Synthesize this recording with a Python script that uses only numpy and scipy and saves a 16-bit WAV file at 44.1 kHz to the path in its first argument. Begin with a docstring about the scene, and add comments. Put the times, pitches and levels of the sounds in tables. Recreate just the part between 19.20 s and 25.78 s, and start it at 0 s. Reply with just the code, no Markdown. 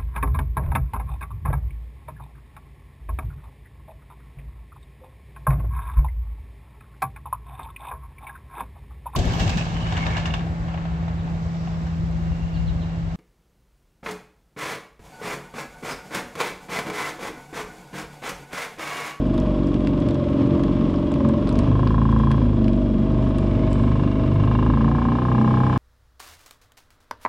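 """A two-cylinder outboard drones over washing water, heard from aboard an open boat on a lake in light rain.
Each firing thumps the hull, the gears whine, air and valves hiss under the cowl, and a loose fitting
rattles once a cycle when the shaking is strong. Drops tick close to the microphone.
The throttle opens briefly, eases, then opens further; late on, the cowl's sheet metal rings.
The sound is mono until it spreads in the last second."""
import sys
import numpy as np
from scipy import signal
from scipy.fft import rfft, irfft
from scipy.io import wavfile
from scipy.ndimage import uniform_filter1d

SR = 44100
rng = np.random.default_rng(int(sys.argv[2]) if len(sys.argv) > 2 else 0)


def transcribe(u):
    """Save the signal u as a 16-bit wav file named by the first command-line argument.

    u: samples, shape (n,) or (channels, n), limited to [-1, 1]; the rate is SR.
    q: integer samples, one column per channel.
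    """
    v = np.clip(np.atleast_2d(u).T, -1, 1)
    q = np.round(v * 32767).astype(np.int16)
    wavfile.write(sys.argv[1], SR, q)


N = 290077
TIME = np.arange(N) / SR


def gain_of(db):
    """Decibels to amplitude."""
    return 10 ** (np.asarray(db) / 20)


def unit_rms(x):
    """Scales to rms 1."""
    return x / np.sqrt(np.mean(x ** 2) + 1e-20)


def curves(rows, along=TIME):
    """A table's later columns, joined by straight lines over its first (time by default)."""
    knots, *columns = np.transpose(rows)
    return [np.interp(along, knots, column) for column in columns]


def swells_db(rows):
    """Brief bell-shaped rises and dips in level."""
    return sum(db * np.exp(-((TIME - centre) / half_width) ** 2) for centre, db, half_width in rows)


def colour(x, spectrum, size=8192):
    """Causal filter with the given spectrum: it rings after a blow, never before."""
    knots_hz, db = np.transpose(spectrum)
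    hz = abs(np.fft.fftfreq(size, 1 / SR))
    log_gain = np.log(gain_of(np.interp(np.log(hz + 1), np.log(knots_hz + 1), db)))
    taps = np.fft.ifft(np.exp(np.conj(signal.hilbert(log_gain)))).real[:size // 2]
    return signal.oaconvolve(x, taps)[:len(x)]


def resonate(x, hz, *widths_hz):
    """Resonances of gain 1 at one pitch, in series, one for each width."""
    for width in widths_hz:
        pole = np.exp((2j * np.pi * hz - np.pi * width) / SR)
        x = 2 * signal.lfilter([1 - abs(pole)], [1, -pole], x + 1e-18).real
    return x


def drift(rate_hz):
    """Random wavering of rms 1, up to the given rate."""
    hz = np.fft.rfftfreq(N, 1 / SR)
    return unit_rms(irfft(rfft(rng.standard_normal(N)) / (1 + (hz / rate_hz) ** 4), N))


def blows(cycles, place, scatter_db, jitter_s):
    """One click per cycle at the given share of the cycle, uneven in strength and time."""
    at = np.flatnonzero(np.diff(np.floor(cycles - place)) > 0)
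    strength, slip = rng.standard_normal((len(at), 2)).T
    at = np.clip(at + np.round(slip * jitter_s * SR).astype(int), 0, N - 1)
    return np.bincount(at, gain_of(scatter_db * strength), N)


def echoes(x, t60_s, count=400):
    """Dense dying reflections between the sides of the boat."""
    delay_s = rng.uniform(.002, .15, count)
    strength = rng.choice([-1, 1], count) * gain_of(-60 * delay_s / t60_s)
    taps = np.bincount((delay_s * SR).astype(int), strength)
    return signal.oaconvolve(x, taps / np.linalg.norm(taps))[:N]


# The outboard's pace: time_s, cycles_per_s
ENGINE_SPEED = [(0.0, 23.75), (0.17, 24.08), (0.49, 23.24), (0.65, 23.36), (0.98, 22.45), (1.59, 23.16),
                (1.9, 22.93), (2.1, 22.08), (2.78, 27.28), (3.13, 27.77), (3.43, 24.57), (3.61, 24.02),
                (3.9, 24.8), (4.47, 24.4), (4.73, 25.28), (5.07, 24.58), (6.0, 30.35), (6.3, 31.58),
                (6.58, 32.0)]
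def crank():
    """Cycles run so far, and their rate; a cycle is two turns of the crank and holds two firings."""
    speed, = curves(ENGINE_SPEED)
    return np.cumsum(speed) / SR, speed


def throttle_of(speed, lead_s=.065):
    """The load on the motor, 0 to 1: the throttle opens just ahead of a gain in speed."""
    acceleration = np.maximum(np.gradient(speed) * SR, 0)
    heading_for = speed + uniform_filter1d(lead_s * acceleration, 6000)
    return np.clip((heading_for - 23.4) / 2.15, 0, 1)


# Modes of the hull around the microphone: pitch_hz, width_hz, easy_db, pushed_db
HULL_MODES = [(48.4, 4.4, -23, -22.5), (54.2, 7.7, -24.5, -20), (57.7, 11, -19.5, -27),
              (80.3, 13.6, -26.5, -24), (102.6, 16, -33.5, -21.5), (117.3, 26, -36, -38.5),
              (125.9, 12.6, -19.5, -21), (141.2, 14.8, -48.5, -16.5), (162.3, 13, -30.5, -34),
              (191.9, 21, -29, -33), (222.1, 12, -32.5, -26.5), (239.1, 12.2, -30, -23.5),
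              (272.7, 51.7, -28, -31), (297.5, 23.4, -29, -43.5), (339.3, 35.4, -30, -35.5),
              (373, 19, -44, -37.5), (492, 97, -53, -52)]
def hull_response(hz, throttle, floor_db=-48, smear_s_per_hz=3e-5):
    """Gain and lag (radians) of a tone: each mode lifts and delays those near it, so the hull rings on."""
    power = gain_of(floor_db) ** 2
    lag = np.pi * smear_s_per_hz * np.maximum(hz - 120, 0) ** 2  # late highs blunt each firing
    for mode_hz, width_hz, easy_db, pushed_db in HULL_MODES:
        detune = 2 * (hz - mode_hz) / width_hz
        peak = gain_of(easy_db + (pushed_db - easy_db) * throttle)
        power += (peak / (1 + detune ** 2)) ** 2
        lag += .45 * np.arctan(detune) * np.exp(-(detune / 4) ** 2)
    return np.sqrt(power), lag


# One hull panel booms now and then: centre_s, lift_db, half_width_s
PANEL_BOOMS = [(1.63, 13, 0.054), (2.08, 12, 0.12), (2.947, 9.5, 0.11), (3.413, 7, 0.071), (3.7, 9, 0.3),
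               (4.664, 8.5, 0.11), (5.627, 5.5, 0.076), (5.9, 4.5, 0.45), (6.214, 13.5, 0.12)]
# The lowest thump dies away when the motor labours: cycles_per_s, gain_db
LOWEST_THUMP = [(22.1, -15), (22.6, -11.5), (23.0, -3), (23.6, -2.5), (32, -2.5)]
def hull_drone(cycles, speed, panel_hz=227.6, panel_spread_hz=14, throb_db=-45):
    """Two unlike firings a cycle shake the hull; each engine order swells as it crosses a mode."""
    throttle = throttle_of(speed)
    unsteady = np.interp(speed, [27, 30], [1, .6])
    boom_db = swells_db(PANEL_BOOMS)
    thump_db, = curves(LOWEST_THUMP, speed)
    drone = gain_of(throb_db) * throttle * np.cos(2 * np.pi * cycles)
    for order in range(2, 23):
        odd, hz = order % 2, order * speed
        phase = 2 * np.pi * (order * (cycles - .02) - .09 * min(order, 4)) + odd * np.pi / 2
        wander = unsteady * min(.06 * order, .55) * drift(2.5)
        waver_db = unsteady * min(.6 * order, 2) * drift(5)
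        order_db = odd * (-5 if order < 7 else -2) + thump_db * (order == 2)
        panel_db = boom_db * np.exp(-((hz - panel_hz) / panel_spread_hz) ** 2)
        gain, lag = hull_response(hz, throttle)
        drone += gain * gain_of(order_db + waver_db + panel_db) * np.cos(phase + wander - lag)
    return np.sqrt(2) * drone


# Water just outside the hull: frequency_hz, level_db
WASH_SPECTRUM = [(20, -23.5), (40, -14), (75, -7), (140, -4.5), (260, -6), (350, -13), (430, -17),
                 (600, -18.5), (760, -29.5), (1100, -23.5), (1450, -41), (3000, -42), (9000, -70.5)]
# Small waves slap the side: centre_s, lift_db, half_width_s
WAVE_SLAPS = [(0.8, -2, 0.0063), (1.204, 5.5, 0.05), (1.344, 3.5, 0.058), (2.402, 5.5, 0.15),
              (5.476, 3, 0.029)]
# The background rush of water and motor briefly dips or swells: centre_s, change_db, half_width_s
RUSH_CHANGES = [(0.66, 0, 0.17), (1.742, 1, 0.1), (2.851, -3.5, 0.14), (3.622, -4, 0.22), (4.896, 0, 0.22),
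                (5.257, -1.5, 0.15), (6.453, 0.5, 0.17)]
def water_wash(level_db=-26.2, swell_db=1.1):
    """Water churns unevenly along the hull, with a few harder slaps; the rush briefly dips or swells."""
    change_db = swell_db * drift(6.9) + swells_db(WAVE_SLAPS + RUSH_CHANGES)
    churn = unit_rms(colour(rng.standard_normal(N), WASH_SPECTRUM))
    return gain_of(level_db + change_db) * churn


# The gears, quietest in the middle of the speed range: cycles_per_s, level_db
WHINE_LEVEL = [(22.3, -27), (22.8, -30), (23.3, -35), (23.9, -31), (24.8, -35), (26, -44.5), (27.6, -61.5),
               (28.5, -35), (30.5, -42), (32, -30.5)]
def gear_whine(cycles, speed, meshes_per_cycle=26, flutter_db=2.6, trim_db=-2):
    """Gear teeth mesh; the crank's uneven pull throws wavering sidebands, which fade at high speed."""
    level_db, = curves(WHINE_LEVEL, speed)
    uneven = np.interp(speed, [25, 29], [1, .25])
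    wobble = .4 * drift(60) + .6 * drift(4)
    mesh = np.zeros(N)
    for sideband, db in enumerate([-6, -4, 2.5, -9.5, -26.5], -2):
        gain = gain_of(db + uneven * flutter_db * drift(7)) * (uneven if sideband else 1)
        phase = 2 * np.pi * (meshes_per_cycle + sideband) * (cycles - .6)
        mesh += gain * np.cos(phase + uneven * (wobble + 1.45 * drift(1.8)))
    return gain_of(level_db + trim_db) * unit_rms(mesh)


# Air and valve gear under the cowl: frequency_hz, level_db
HISS_SPECTRUM = [(760, 0), (1300, -5.5), (1420, -8), (1680, -9), (1850, -14), (2240, -12), (2530, -14),
                 (2840, -10), (3260, -19), (3470, -10.5), (4360, -19), (5330, -16.5), (5940, -21.5),
                 (9890, -24.5), (11400, -67), (14900, -104), (22000, -120)]
# The hiss as it reaches the microphone: time_s, level_db
HISS_LEVEL = [(0, -41), (1.7, -40), (3.1, -40.5), (3.55, -43), (4.4, -39.5), (5.3, -40.5), (5.75, -41.5),
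              (6.58, -37)]
# The cowl's resonances, whose balance shifts midway: pitch_hz, width_hz, before_db, after_db
COWL_MODES = [(1069, 64, -6.5, -5.5), (2200, 110, -28, -13), (3026, 34, -32, -19),
              (3310, 140, -14.5, -20.5)]
def engine_hiss(cycles, speed, gulp_db=10.5, gulp_place=.34, split_hz=4300, trim_db=-.5):
    """Air rushes once a cycle and the valves tick, more strongly at speed; the cowl resonates."""
    level_db, = curves(HISS_LEVEL)
    from_gulp = (cycles - gulp_place + .5) % 1 - .5
    gulp = np.exp(-(from_gulp / .085) ** 2)
    air = unit_rms(rng.standard_normal(N) * gain_of(gulp_db * gulp + .28 * drift(60)))
    ticks = sum(blows(cycles, place, scatter_db=2.5, jitter_s=3e-5) for place in (.1, .36, .46, .68, .88))
    valves = unit_rms(echoes(ticks, t60_s=.044))
    valve_share = np.clip(.27 + .16 * (speed - 23), 0, .8)
    source = np.sqrt(1 - valve_share) * air + np.sqrt(valve_share) * valves
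    shift = np.clip((TIME - 4) / .39, 0, 1)
    cowl = sum(gain_of(before + (after - before) * shift) * unit_rms(resonate(source, hz, width, width))
               for hz, width, before, after in COWL_MODES)
    # the mid treble pulses; above it the hiss is smooth
    pulsing = signal.lfilter(*signal.butter(3, split_hz, fs=SR), source)
    smooth = signal.lfilter(*signal.butter(3, split_hz, "high", fs=SR), rng.standard_normal(N))
    hiss = unit_rms(colour(pulsing + gain_of(-13) * smooth, HISS_SPECTRUM))
    return gain_of(level_db + trim_db) * (hiss + cowl)


# Modes of a loose fitting aboard: pitch_hz, width_hz, knock_db, rebound_db
FITTING_MODES = [(876, 46, -22.5, 0), (993, 62, -5.5, 4.5), (1039, 172, 1.5, 7.5), (1090, 73, -10.5, -12),
                 (1265, 33, -21, -18), (1670, 57, -30.5, -13.5)]
# The dry crack of its knock: frequency_hz, level_db
CRACK_SPECTRUM = [(500, -42), (720, -12), (840, 2), (980, 2), (1150, 1), (1340, -6), (1420, -20),
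                  (1480, -18), (1560, -5), (1650, -3), (1760, -10), (2050, -32), (4000, -55)]
# How hard it shakes: time_s, level_db
RATTLE_LEVEL = [(0, -56), (0.45, -66), (0.65, -49), (1.05, -51), (1.3, -45.5), (1.85, -48.5), (2.03, -34),
                (2.24, -44.5), (2.42, -41.5), (2.6, -32.5), (3.08, -31), (3.2, -39), (3.38, -46),
                (3.7, -61), (3.96, -40.5), (4.3, -50), (4.5, -44.5), (4.72, -37), (5.08, -44), (5.32, -32),
                (6.2, -32), (6.58, -31.5)]
# How it sits: time_s, knock_place_cycles, bounce_s, crack_db
FITTING_SEAT = [(0, .355, .00476, 2), (2.15, .355, .00476, 0), (2.35, .335, .00286, 0),
                (2.8, .27, .00286, 0), (3.15, .265, .00286, 0), (3.4, .29, .00286, 0),
                (3.7, .335, .00476, 2), (5.2, .33, .00476, 3), (5.9, .277, .00476, 3),
                (6.58, .25, .00476, 5)]
def fitting_rattle(cycles, speed, settle_s=.0124, settle_db=-11, echo_db=-15):
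    """A loose fitting knocks, rebounds and settles once a cycle."""
    level_db, = curves(RATTLE_LEVEL)
    place, bounce_s, crack_db = curves(FITTING_SEAT)
    knock = blows(cycles, place, scatter_db=.6, jitter_s=1e-5)
    rebound = blows(cycles, place + bounce_s * speed, scatter_db=.7, jitter_s=1.5e-5)
    settle = blows(cycles, place + settle_s * speed, scatter_db=2, jitter_s=4e-5)
    ring = sum(resonate(gain_of(knock_db) * knock + gain_of(rebound_db) * rebound, hz, width, width)
               for hz, width, knock_db, rebound_db in FITTING_MODES)
    crack = colour(gain_of(crack_db) * (knock + gain_of(settle_db) * settle), CRACK_SPECTRUM)
    return gain_of(level_db) * unit_rms(crack + ring + gain_of(echo_db) * echoes(ring, t60_s=.08))


# Raindrops close to the microphone, levels before colouring: start_s, tick_db, tap_db, pitch_hz
NEAR_DROPS = [(0.1422, -39, -37, 4330), (0.179, -34, -21, 4450), (0.201, -32.5, -37, 4660),
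              (0.4713, -37, -40, 4770), (0.5427, -39, -21, 5200.0), (0.6725, -36, -19, 4300.0),
              (0.8027, -38, -42, 4600.0), (0.8873, -32.5, -17, 7450), (0.9088, -39.0, -33, 4900.0),
              (0.945, -37.5, -30, 5130), (1.436, -36, -18.5, 5200), (1.76, -43, -31, 4600.0),
              (1.919, -41, -34, 7550), (1.94, -41, -18, 4630), (2.089, -36, -29, 8000),
              (2.2736, -38.5, -19, 5000.0), (2.281, -42, -31, 4300.0), (2.2918, -32, -17, 8000.0),
              (2.326, -32, -43, 4500.0), (2.356, -37, -26, 4650), (2.39, -26.5, -16, 8040),
              (2.674, -50, -20, 4500.0), (2.919, -44, -42, 7640), (2.99, -41, -42, 7750),
              (3.1154, -34, -13, 4400), (3.4433, -44, -24, 4300.0), (3.481, -43, -18, 4570),
              (3.532, -41.5, -26, 5450), (4.185, -32.5, -23, 9500), (4.5306, -30.5, -22, 8240)]
# A drop's bright tick: frequency_hz, level_db
TICK_SPECTRUM = [(2500, -84), (4500, -2.5), (6000, -2), (7800, -2), (9000, -9), (11500, -3.5)]
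# Its duller tap: frequency_hz, level_db
TAP_SPECTRUM = [(700, -29), (1400, -5), (2000, -11), (3300, -8), (4500, -12.5), (6500, -35.5)]
def rain(tick_s=.00081, tail_s=.014, tap_s=.0017, patter_per_s=30, size=1500):
    """Near drops give a bright tick and a duller tap; many smaller ones patter around them."""
    t = np.arange(size) / SR
    tick_decay = np.exp(-t / tick_s) + .049 * np.exp(-t / tail_s)
    bright, dull = np.zeros((2, N + size))
    for start_s, tick_db, tap_db, pitch_hz in NEAR_DROPS:
        at = round(start_s * SR)
        tick, tap = rng.standard_normal((2, size))
        tick = unit_rms(tick + gain_of(10.5) * resonate(tick, pitch_hz, 1300))
        bright[at:at + size] += gain_of(tick_db + 1.5) * tick * tick_decay
        dull[at:at + size] += gain_of(tap_db + 5.5) * tap * np.exp(-t / tap_s)
    landings = rng.random(N) < patter_per_s / SR
    patter = landings * gain_of(-40 + 3.1 * np.minimum(rng.exponential(1, N), 3.2))
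    ticks = colour(bright[:N] + patter, TICK_SPECTRUM)
    taps = colour(dull[:N] + patter, TAP_SPECTRUM)
    return ticks + taps + gain_of(-9) * echoes(taps, t60_s=.056)


# Sheet metal of the cowl: pitch_hz, width_hz, level_db
SHEET_MODES = [(2270, 180, -7.5), (2783, 32, 8), (3660, 54, -1.5), (3770, 83, -9), (4650, 41, -23)]
# Its ring, very faint until past midway: time_s, level_db
TINKLE_LEVEL = [(0, -68), (3.7, -68), (4.5, -58), (5.0, -53.5), (5.35, -49.5), (5.7, -58), (6.1, -56),
                (6.58, -59)]
def cowl_tinkle(cycles):
    """One firing a cycle sets the cowl's sheet metal ringing."""
    level_db, = curves(TINKLE_LEVEL)
    hits = blows(cycles, .37, scatter_db=1.5, jitter_s=1e-4)
    ring = sum(gain_of(db) * unit_rms(resonate(hits, hz, 900, width)) for hz, width, db in SHEET_MODES)
    return gain_of(level_db) * unit_rms(ring)


# Wet fizz at two of the near drops: start_s, pitch_hz, width_hz, level_db, decay_s
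DROP_FIZZES = [(4.2, 7200, 915, -69, 0.1), (4.502, 7800, 1500, -63.5, 0.17)]
def drop_fizz():
    """A thin sizzle that starts at once and dies away, close in time to a drop."""
    noise, fizz = rng.standard_normal(N), np.zeros(N)
    for start_s, hz, width, level_db, decay_s in DROP_FIZZES:
        envelope = (TIME > start_s) * np.exp(-abs(TIME - start_s) / decay_s)
        fizz += gain_of(level_db) * envelope * unit_rms(resonate(noise, hz, width, width))
    return fizz


# The stereo image spreads near the end: time_s, width_share
IMAGE_OPENING = [(0, 0), (5.45, 0), (5.8, .5), (6.2, 1), (6.58, 1)]
# Side against mid at full width: frequency_hz, side_db
SIDE_SPECTRUM = [(100, -43.5), (300, -53.5), (500, -5.5), (1000, -8.5), (2000, -7), (4000, -6), (9000, 3.5)]
def scene():
    """From aboard: the motor, timed by its crank, with water along the hull and rain close by."""
    cycles, speed = crank()
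    motor = hull_drone(cycles, speed) + gear_whine(cycles, speed)
    motor += fitting_rattle(cycles, speed) + engine_hiss(cycles, speed)
    drops = rain()
    mid = motor + cowl_tinkle(cycles) + water_wash() + drops + drop_fizz()
    opening, = curves(IMAGE_OPENING)
    side = opening * colour(echoes(mid, t60_s=.019), SIDE_SPECTRUM)
    side += gain_of(-38.5) * echoes(drops, t60_s=.02)  # the rain has a trace of width throughout
    return np.array([mid + side, mid - side])


def record(dry, edge_hz=11000):
    """The top of the treble is cut off."""
    lowpass = signal.firwin(81, edge_hz, window=("kaiser", 8), fs=SR)
    return signal.oaconvolve(dry, lowpass[None], "same", axes=1)


dry = scene()
out = record(dry)
transcribe(out)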